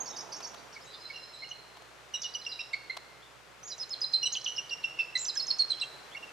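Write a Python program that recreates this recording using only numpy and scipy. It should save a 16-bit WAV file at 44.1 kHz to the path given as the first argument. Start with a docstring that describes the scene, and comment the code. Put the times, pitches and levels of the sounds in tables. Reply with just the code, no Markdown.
"""A rushing noise and a small bird's warble come first; the rush fades into the hiss of a forest valley.
A far eagle's call arrives blurred by echoes, then nearer eagles chatter: held notes, glides and fast
plunges of pitch, each a fluttering tone of the syrinx that rings on among the conifer trunks.
A faint electric hum sits mostly on the right, and now and then something snaps near the microphone."""
import sys
import numpy as np
from scipy import signal
from scipy.fft import rfft, irfft, next_fast_len
from scipy.io import wavfile
from scipy.ndimage import map_coordinates

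SR = 44100
rng = np.random.default_rng(int(sys.argv[2]) if len(sys.argv) > 2 else 0)


def generate_wav(sig):
    """Save sig (samples, or channels by samples) to the path in sys.argv[1] as 16-bit PCM at SR."""
    pcm = np.round(np.clip(np.atleast_2d(sig).T, -1, 1) * 32767).astype(np.int16)
    wavfile.write(sys.argv[1], SR, pcm)


N = 278712
THIN_OCTAVE_DB = -36  # second harmonic of the eagles' whistles, glides and plunges


def amp(db):
    """Decibel law: amplitude grows tenfold every 20 dB."""
    return 10 ** (np.asarray(db) / 20)


def unit(x):
    """Normalisation to an rms of 1."""
    return x / np.sqrt(np.mean(x ** 2) + 1e-20)


def along(points, hz):
    """Interpolation of (Hz, value) points on a logarithmic frequency axis."""
    freqs, values = np.transpose(points)
    return np.interp(np.log(hz + 1), np.log(freqs + 1), values)


def curves(rows):
    """Linear interpolation in time: one curve for each column after the first."""
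    times, *columns = np.transpose(rows)
    return [np.interp(np.arange(N) / SR, times, column) for column in columns]


def wobble(rate):
    """Random modulation: a spline through `rate` Gaussian knots a second."""
    return map_coordinates(rng.standard_normal(int(N * rate / SR) + 4), [np.arange(N) * rate / SR])


def filtered(x, response):
    """Linear filtering: the spectrum is multiplied by a frequency response."""
    size = next_fast_len(N + SR // 2)
    return irfft(rfft(x, size) * response(np.fft.rfftfreq(size, 1 / SR)), size)[..., :N]


def hiss(colour, coherence, lean=((1, 0),)):
    """Partial coherence: the sum and difference of two noises make a stereo pair of rms 1."""
    mid, side = rng.standard_normal((2, N))
    angle = np.arccos(coherence) / 2
    pair = np.cos(angle) * mid + np.sin(angle) * np.array([side, -side])
    return unit(filtered(pair, lambda hz: amp(along(colour, hz) + np.outer([.5, -.5], along(lean, hz)))))


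def background():
    """Shaped broadband noise: a rush dies away in about a second while the valley's hiss stays."""
    # Envelopes. Each row: time in seconds, level in dB.
    rush_levels = [(0, -50), (.42, -51.5), (.7, -58), (1.2, -93)]
    valley_levels = [(0, -52), (3.5, -54), (4.6, -52), (6.32, -50.5)]
    # Spectra. Each row: frequency in Hz, relative density in dB.
    rush_colour = [(100, -26), (240, -5.5), (990, 3.5), (2500, -18), (5000, -57)]
    valley_colour = [(40, -34), (90, -31.5), (130, -8), (230, -14.5), (430, -4), (1400, -5), (2700, -10.5),
                     (7000, -19.5), (14300, -33), (15700, -48)]
    # Balance of the hiss. Each row: frequency in Hz, left minus right in dB.
    valley_lean = [(100, -18.5), (400, -4), (1300, 1), (5000, 4.5), (15000, -5.5)]
    rush_gain = amp(curves(rush_levels)[0] + 0.51 * wobble(9))
    rush = rush_gain * hiss(rush_colour, coherence=0.64, lean=[(200, -19.5), (2000, -1.0)])
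    valley_gain = amp(curves(valley_levels)[0] + .45 * wobble(3))
    return rush + valley_gain * hiss(valley_colour, coherence=0.42, lean=valley_lean)


def hum():
    """A harmonic series: electric hum, each partial slightly unsteady in level, louder on the right."""
    # Each row: frequency in Hz, relative level in dB.
    partials = [(59.2, -66), (118.4, -67), (177.6, -75), (296.1, -92.5)]
    t = np.arange(N) / SR
    tone = sum(amp(db - 4.5 + .4 * wobble(4.9)) * np.sin(2 * np.pi * (hz * t + rng.random()))
               for hz, db in partials)
    return tone * amp([[-12], [5]])


def snaps():
    """Transients: brief, rough envelopes on noise are heard as snaps close by."""
    # Each row: start in seconds, relative level in dB, length in seconds.
    bursts = [(0.402, -54, 0.015), (0.538, -57, 0.019), (1.766, -60, 0.015), (1.82, -63, .009),
              (2.966, -48, 0.014)]
    # Their spectrum. 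Each row: frequency in Hz, relative density in dB.
    colour = [(400, -49), (650, 2), (850, -7), (1080, -3), (1700, -17), (3600, -12), (15000, -37.5)]
    gate = np.zeros(N)
    for start, db, length in bursts:
        progress = np.arange(round(length * SR) + 9) / (length * SR + 9)
        gate[round(start * SR):][:len(progress)] += amp(db + 12) * np.sin(np.pi * progress ** 0.7) ** 2
    return gate * amp(2.2 * wobble(500)) * hiss(colour, coherence=0.6)


def forest(calls, steps=20):
    """Reverberation by scattering: echo patterns cross-fade, as they do when birds move among trunks."""
    # Decay of the far slopes' echoes. Each row: frequency in Hz, time to fall 60 dB in seconds.
    far_t60 = [(2000, 1), (9000, 0.76)]
    # Trunks return low notes more weakly. Each row: frequency in Hz, gain in dB.
    echo_colour = [(2000, -7), (3000, -2), (4000, 0), (7000, 0)]
    near_t60 = 0.14  # seconds, for the near trunks
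    echoes, hop = np.zeros((2, N)), N / steps
    calls = calls * amp(5.83 * wobble(160))  # swaying boughs blur the pitch they throw back
    for k in range(steps + 1):
        span = np.arange(max(round((k - 1) * hop), 0), min(round((k + 1) * hop), N))
        shared, *sides = rng.standard_normal((3, SR))
        hz, t, spectra = signal.stft(1.03 * shared + .5 * np.array(sides), SR, nperseg=256)
        decay = amp(-60 * t / along(far_t60, hz)[:, None]) + 2.3 * amp(-60 * t / near_t60)
        tail = signal.istft(spectra * decay, SR, nperseg=256)[1]
        piece = calls[span] * np.cos(np.pi / 2 * (span / hop - k))
        wet = signal.fftconvolve(piece[None], tail / np.linalg.norm(tail[0]), axes=1)
        echoes[:, span[0]:span[0] + wet.shape[1]] += wet[:, :N - span[0]]
    return filtered(echoes, lambda hz: amp(along(echo_colour, hz)))


def far_eagle():
    """Multipath smearing: echoes melt distant notes into two wavering, pulsing bands of noise."""
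    # The two voices. Each row: time in seconds, pitch in Hz, level in dB.
    lower = [(0.85, 3893, -58), (1.0, 4090, -56.5), (1.25, 4115, -58), (1.42, 4150, -53.5),
             (1.95, 4160, -82)]
    upper = [(.9, 4770, -63), (.96, 4990, -55.5), (1.05, 5080, -57.5), (1.25, 5185, -56), (1.55, 5190, -73)]
    call, t = np.zeros(N), np.arange(N) / SR
    for voice in lower, upper:
        hz, db = curves(voice)
        gate = np.clip(np.minimum(t - voice[0][0], voice[-1][0] - t) * 50, 0, 1)
        phase = 2 * np.pi * np.cumsum(hz + 40 * wobble(18)) / SR
        band = wobble(300) * np.sin(phase) + wobble(300) * np.cos(phase)
        call += gate * amp(db + 2 * wobble(20)) * unit(band)
    return call


def syrinx(notes, hoarse, fade_db=0):
    """Phase modulation: flutter roughens a harmonic tone on an arc of pitch, most in fast glides."""
    # Air rushing through the open beak. Each row: frequency in Hz, relative density in dB.
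    breath_colour = [(1500, -6.5), (3500, 7.5), (7000, -6), (12000, -30.5)]
    attack, release = 0.24, 0.28  # shares of a note's length
    song = np.zeros(N + SR)
    flutter = np.pad(wobble(350) + 0.2 * wobble(1500), (0, SR))
    breath = amp(-30.5) * np.pad(hiss(breath_colour, coherence=0.97)[0], (0, SR))
    for start, length, start_hz, middle_hz, end_hz, db, octave_db in notes:
        u = np.arange(round(length * SR)) / (length * SR)  # progress from 0 to 1
        span = slice(round(start * SR), round(start * SR) + len(u))
        hz = start_hz * (1 - u) * (1 - 2 * u) + middle_hz * 4 * u * (1 - u) + end_hz * u * (2 * u - 1)
        strain = hoarse + .022 * abs(np.log(end_hz / start_hz)) / length
        phase = 2 * np.pi * np.cumsum(hz) / SR + strain * flutter[span]
        overtones = np.sin(2 * phase) + amp(-27) * np.sin(3 * phase)
        overtones += amp(octave_db - 29) * np.sin(4 * phase)
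        voice = np.sin(phase) + amp(octave_db) * overtones + breath[span]
        swell = np.sin(np.pi / 2 * np.clip(np.minimum(u / attack, (1 - u) / release), 0, 1)) ** 2
        song[span] += amp(db + fade_db * (u - .5)) * swell * voice
    return song[:N] * amp(1.95 * wobble(130))


def small_bird():
    """Frequency modulation: one warbled syllable repeats, never quite alike, among single notes."""
    # Each row: start in seconds, level in dB.
    repeats = [(.056, -42), (.16, -40), (0.318, -40.5), (0.424, -41)]
    # A swoop up, a low arch, two dips and a high arch. Each row: delay and length in seconds,
    # start, middle and end pitch in Hz, relative level in dB.
    syllable = [(0, 0.021, 4420, 5950, 6400, -0.5), (.003, 0.022, 4300, 4830, 3770, -3.5),
                (0.017, 0.026, 6300, 5490, 6500, 2.2), (0.042, .022, 6000, 5440, 5900, -7),
                (0.045, 0.02, 6500, 6400, 5800, -3.5)]
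    # Each row: start and length in seconds, start, middle and end pitch in Hz, level in dB.
    peeps = [(.001, 0.016, 6020, 6600, 5800, -37), (0.027, .026, 6600, 6500, 5200, -51),
             (.127, 0.028, 3150, 3750, 3600, -49.5), (0.186, 0.033, 4930, 5070, 4820, -44),
             (.566, 0.028, 3440, 4320, 4990, -53.5), (0.1, 0.018, 3500, 3830, 3700, -54),
             (.197, 0.024, 3280, 3830, 3600, -53), (.408, 0.022, 2274, 2595, 2750, -54),
             (0.725, 0.013, 4200, 5600, 6400, -51.5), (0.733, .03, 6440, 4800, 3800, -50),
             (0.805, 0.034, 4500, 5270, 4860, -53.5), (0.838, .03, 7200, 6500, 6170, -56),
             (.86, 0.033, 7400, 7800, 8140, -63)]
    pitch_scatter, scatter_db, octave_db = 0.014, 1, -28
    warble = [(start + delay, length, *np.multiply(hz, 1 + pitch_scatter * rng.standard_normal(3)),
               db + part_db + scatter_db * rng.standard_normal())
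              for start, db in repeats for delay, length, *hz, part_db in syllable]
    return syrinx([(*note, octave_db) for note in warble + peeps], hoarse=0.52)


def eagle_whistles():
    """Nearly pure tones: thin notes settle on a pitch, or glide and slow as they arrive."""
    # Each row: start and length in seconds, pitch in Hz, level in dB.
    whistles = [(1.488, 0.034, 6300, -52), (2.33, 0.024, 5050, -54), (2.373, .068, 5000, -52),
                (2.434, .037, 5060, -49), (2.482, 0.058, 4910, -43), (2.5, 0.033, 5110, -48),
                (2.599, 0.021, 5040, -42.5), (2.602, 0.022, 3840, -37.5), (3.661, .041, 6720, -46),
                (3.673, 0.064, 5830, -47.5), (3.699, 0.036, 4940, -39), (3.786, 0.026, 5870, -46),
                (3.793, 0.049, 5090, -30.5), (3.902, 0.032, 5130, -35), (4.013, .031, 4990, -26),
                (4.129, 0.018, 4960, -34), (4.327, 0.016, 6540, -29.5), (4.562, .015, 5300, -35.5),
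                (5.212, 0.024, 7090, -33.5), (5.229, 0.026, 7130, -33.5), (5.257, 0.031, 6030, -34),
                (5.282, 0.013, 5100, -24.5), (5.356, 0.022, 5970, -39), (5.366, .041, 5210, -26),
                (5.476, 0.03, 5220, -28.5), (5.499, 0.037, 5200, -41)]
    # Each row: start and length in seconds, start and end pitch in Hz, level in dB.
    glides = [(0.932, 0.022, 2710, 4680, -48), (0.94, 0.026, 3410, 3720, -47.5),
              (2.186, 0.038, 5100, 6300, -55), (2.217, .01, 4480, 6200, -31.5),
              (2.223, 0.054, 3260, 3760, -48), (2.242, 0.0089, 7400, 5300, -39),
              (2.412, .02, 4360, 4020, -43.5), (2.514, 0.023, 4400, 3900, -36.5),
              (3.221, 0.022, 3200, 3590, -52), (3.626, 0.045, 5520, 6700, -44.5),
              (3.712, .033, 4380, 3890, -38.5), (3.825, 0.02, 4600, 4060, -37.5),
              (3.93, 0.015, 4530, 4110, -31), (3.937, 0.014, 3660, 3260, -47.5),
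              (4.039, 0.012, 4170, 4120, -26), (4.164, .012, 3320, 3100, -52),
              (4.321, .01, 4370, 6520, -31.5), (4.35, .01, 3980, 2790, -29.5),
              (4.411, 0.011, 4170, 5730, -43.5), (4.46, .012, 3485, 2800, -27),
              (5.003, 0.021, 2970, 4720, -47.5), (5.172, 0.01, 4450, 6390, -35.5),
              (5.176, 0.048, 6000, 7680, -36.5), (5.292, 0.018, 4440, 3970, -25),
              (5.394, 0.024, 4730, 4150, -29), (5.502, 0.016, 4630, 4216, -22),
              (5.51, 0.018, 4620, 4310, -42), (5.77, .041, 2700, 3470, -50),
              (6.11, 0.039, 2790, 3530, -49.5)]
    onset_ratio, done_halfway = 1.011, 0.8
    held = [(start, length, hz * onset_ratio, hz, hz, db) for start, length, hz, db in whistles]
    gliding = [(start, length, from_hz, from_hz + done_halfway * (to_hz - from_hz), to_hz, db)
               for start, length, from_hz, to_hz, db in glides]
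    return syrinx([(*note, THIN_OCTAVE_DB) for note in held + gliding], hoarse=0.41)


def eagle_plunges():
    """Downward sweeps: each rough drop speeds up towards one low pitch, losing voice on the way."""
    # Each row: start and length in seconds, start pitch in Hz, level at mid-note in dB.
    drops = [(1.489, .011, 6420, -49), (2.218, .027, 6570, -38.5), (2.337, .016, 5560, -39),
             (2.448, .01, 4720, -45), (3.674, .013, 6600, -44), (3.778, .018, 7300, -49.5),
             (3.892, .014, 7300, -48), (4.006, .015, 7010, -46), (4.125, .01, 7000, -46.5),
             (4.337, .019, 6060, -38.5), (4.443, .019, 6700, -33), (4.563, .021, 5860, -46),
             (4.694, .013, 5330, -42), (4.832, .0086, 4700, -45), (4.993, .0093, 3800, -47),
             (5.249, .011, 7140, -34), (5.352, .01, 7330, -37.5), (5.467, .011, 7330, -38),
             (5.585, .01, 6910, -40.5), (5.693, .012, 6660, -49), (5.798, .014, 5730, -42)]
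    end_hz, done_halfway = 2576, .4
    notes = [(start, length, hz, hz + done_halfway * (end_hz - hz), end_hz, db, THIN_OCTAVE_DB)
             for start, length, hz, db in drops]
    return syrinx(notes, hoarse=1, fade_db=-14)


def eagle_chirps():
    """Harmonic tones: the octave fills out held notes that bend a little at both ends."""
    # Each row: start and length in seconds, pitch in Hz, level in dB, relative octave level in dB.
    chirps = [(0.76, 0.025, 2232, -42, -14), (1.097, 0.024, 2220, -39.5, -11),
              (1.134, .024, 2780, -48.5, -18), (1.156, .028, 2794, -39, -12),
              (1.223, 0.028, 4100, -48, -20), (1.331, .039, 3970, -48, -9.5),
              (1.419, 0.025, 2136, -40.5, -20), (1.443, 0.011, 2855, -44, -23),
              (1.51, 0.015, 2910, -35.5, -15), (2.136, 0.033, 2878, -33, -3),
              (2.14, 0.044, 3855, -43.5, -14), (2.181, 0.014, 2930, -45, -15),
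              (2.238, 0.035, 2910, -33.5, -7), (2.285, 0.021, 3990, -50, -23), (2.345, 0.03, 2926, -33, -7),
              (2.462, 0.022, 2780, -31, -7), (2.589, 0.034, 2728, -35, -8.5),
              (2.59, 0.0085, 2475, -38.5, -6), (2.729, 0.011, 3780, -44, -9.5),
              (2.732, 0.017, 2198, -28, -9), (2.895, 0.019, 2066, -32, -7),
              (4.132, 0.033, 4138, -22.5, -30.5), (4.226, .028, 2855, -30, -1.5),
              (4.251, 0.029, 4000, -27, -15.5), (4.252, 0.031, 2940, -27.5, -5.5),
              (4.362, .016, 3005, -26, -8), (4.471, 0.015, 2933, -29, -7.5),
              (4.577, 0.026, 2840, -27.5, -8), (4.704, 0.042, 2798, -31.5, -7),
              (4.837, 0.027, 2720, -29, -15), (4.986, 0.027, 2671, -26.5, -15.5),
              (5.151, 0.023, 2009, -32.5, 5), (5.358, 0.012, 1650, -39, -7),
              (5.587, 0.046, 4304, -21.5, -26), (5.699, .033, 4087, -23.5, -22),
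              (5.73, 0.0074, 3250, -37.5, -26), (5.81, 0.019, 3980, -25, -15.5),
              (5.818, 0.027, 2744, -30.5, -22), (5.836, 0.012, 3220, -39, -15),
              (6.146, 0.017, 2220, -37.5, -16), (6.162, 0.022, 2770, -40.5, -15),
              (6.222, 0.033, 2760, -45, -14), (6.273, 0.028, 2705, -50, -22)]
    # Low notes lift into place, high ones sag. Each row: pitch in Hz, start and end as shares above it.
    bends = [(2120, -0.0077, -0.002), (2820, 0.021, -0.0099), (4040, 0.0102, -0.04)]
    pitches, start_bend, end_bend = np.transpose(bends)
    notes = [(start, length, hz * (1 + np.interp(hz, pitches, start_bend)), hz,
              hz * (1 + np.interp(hz, pitches, end_bend)), db, octave_db)
             for start, length, hz, db, octave_db in chirps]
    return syrinx(notes, hoarse=0.3)


def microphone_ports(hz):
    """Level and phase differences: the right port hears the birds louder, and their treble first."""
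    # Each row: frequency in Hz, phase lead of the right port in radians.
    lead = [(5000, 0.3), (8000, 1.5)]
    return amp([[-2.1], [1.8]]) * np.exp(1j * np.outer([-.5, .5], along(lead, hz)))


def scene():
    """Superposition: direct calls, early reflections and reverberation add to snaps, hum and hiss."""
    eagles = eagle_chirps() + eagle_whistles() + eagle_plunges()
    eagles = eagles + amp(-14.5) * np.roll(eagles, round(.0115 * SR))  # reflection off the ground
    small, far = small_bird(), far_eagle()
    small = small + amp(-9) * np.roll(small, round(.016 * SR))  # reflection off a near trunk
    echoes = amp(-8) * forest(eagles + 0.98 * small + 1.83 * far)
    birds = eagles + small + 0.82 * far + echoes
    return filtered(birds, microphone_ports) + snaps() + hum() + background()


def record(dry, top_hz=15710):
    """Band limiting: an ideal low-pass filter removes the highest treble."""
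    return filtered(dry, lambda hz: hz < top_hz)


dry = scene()
out = record(dry)
generate_wav(out)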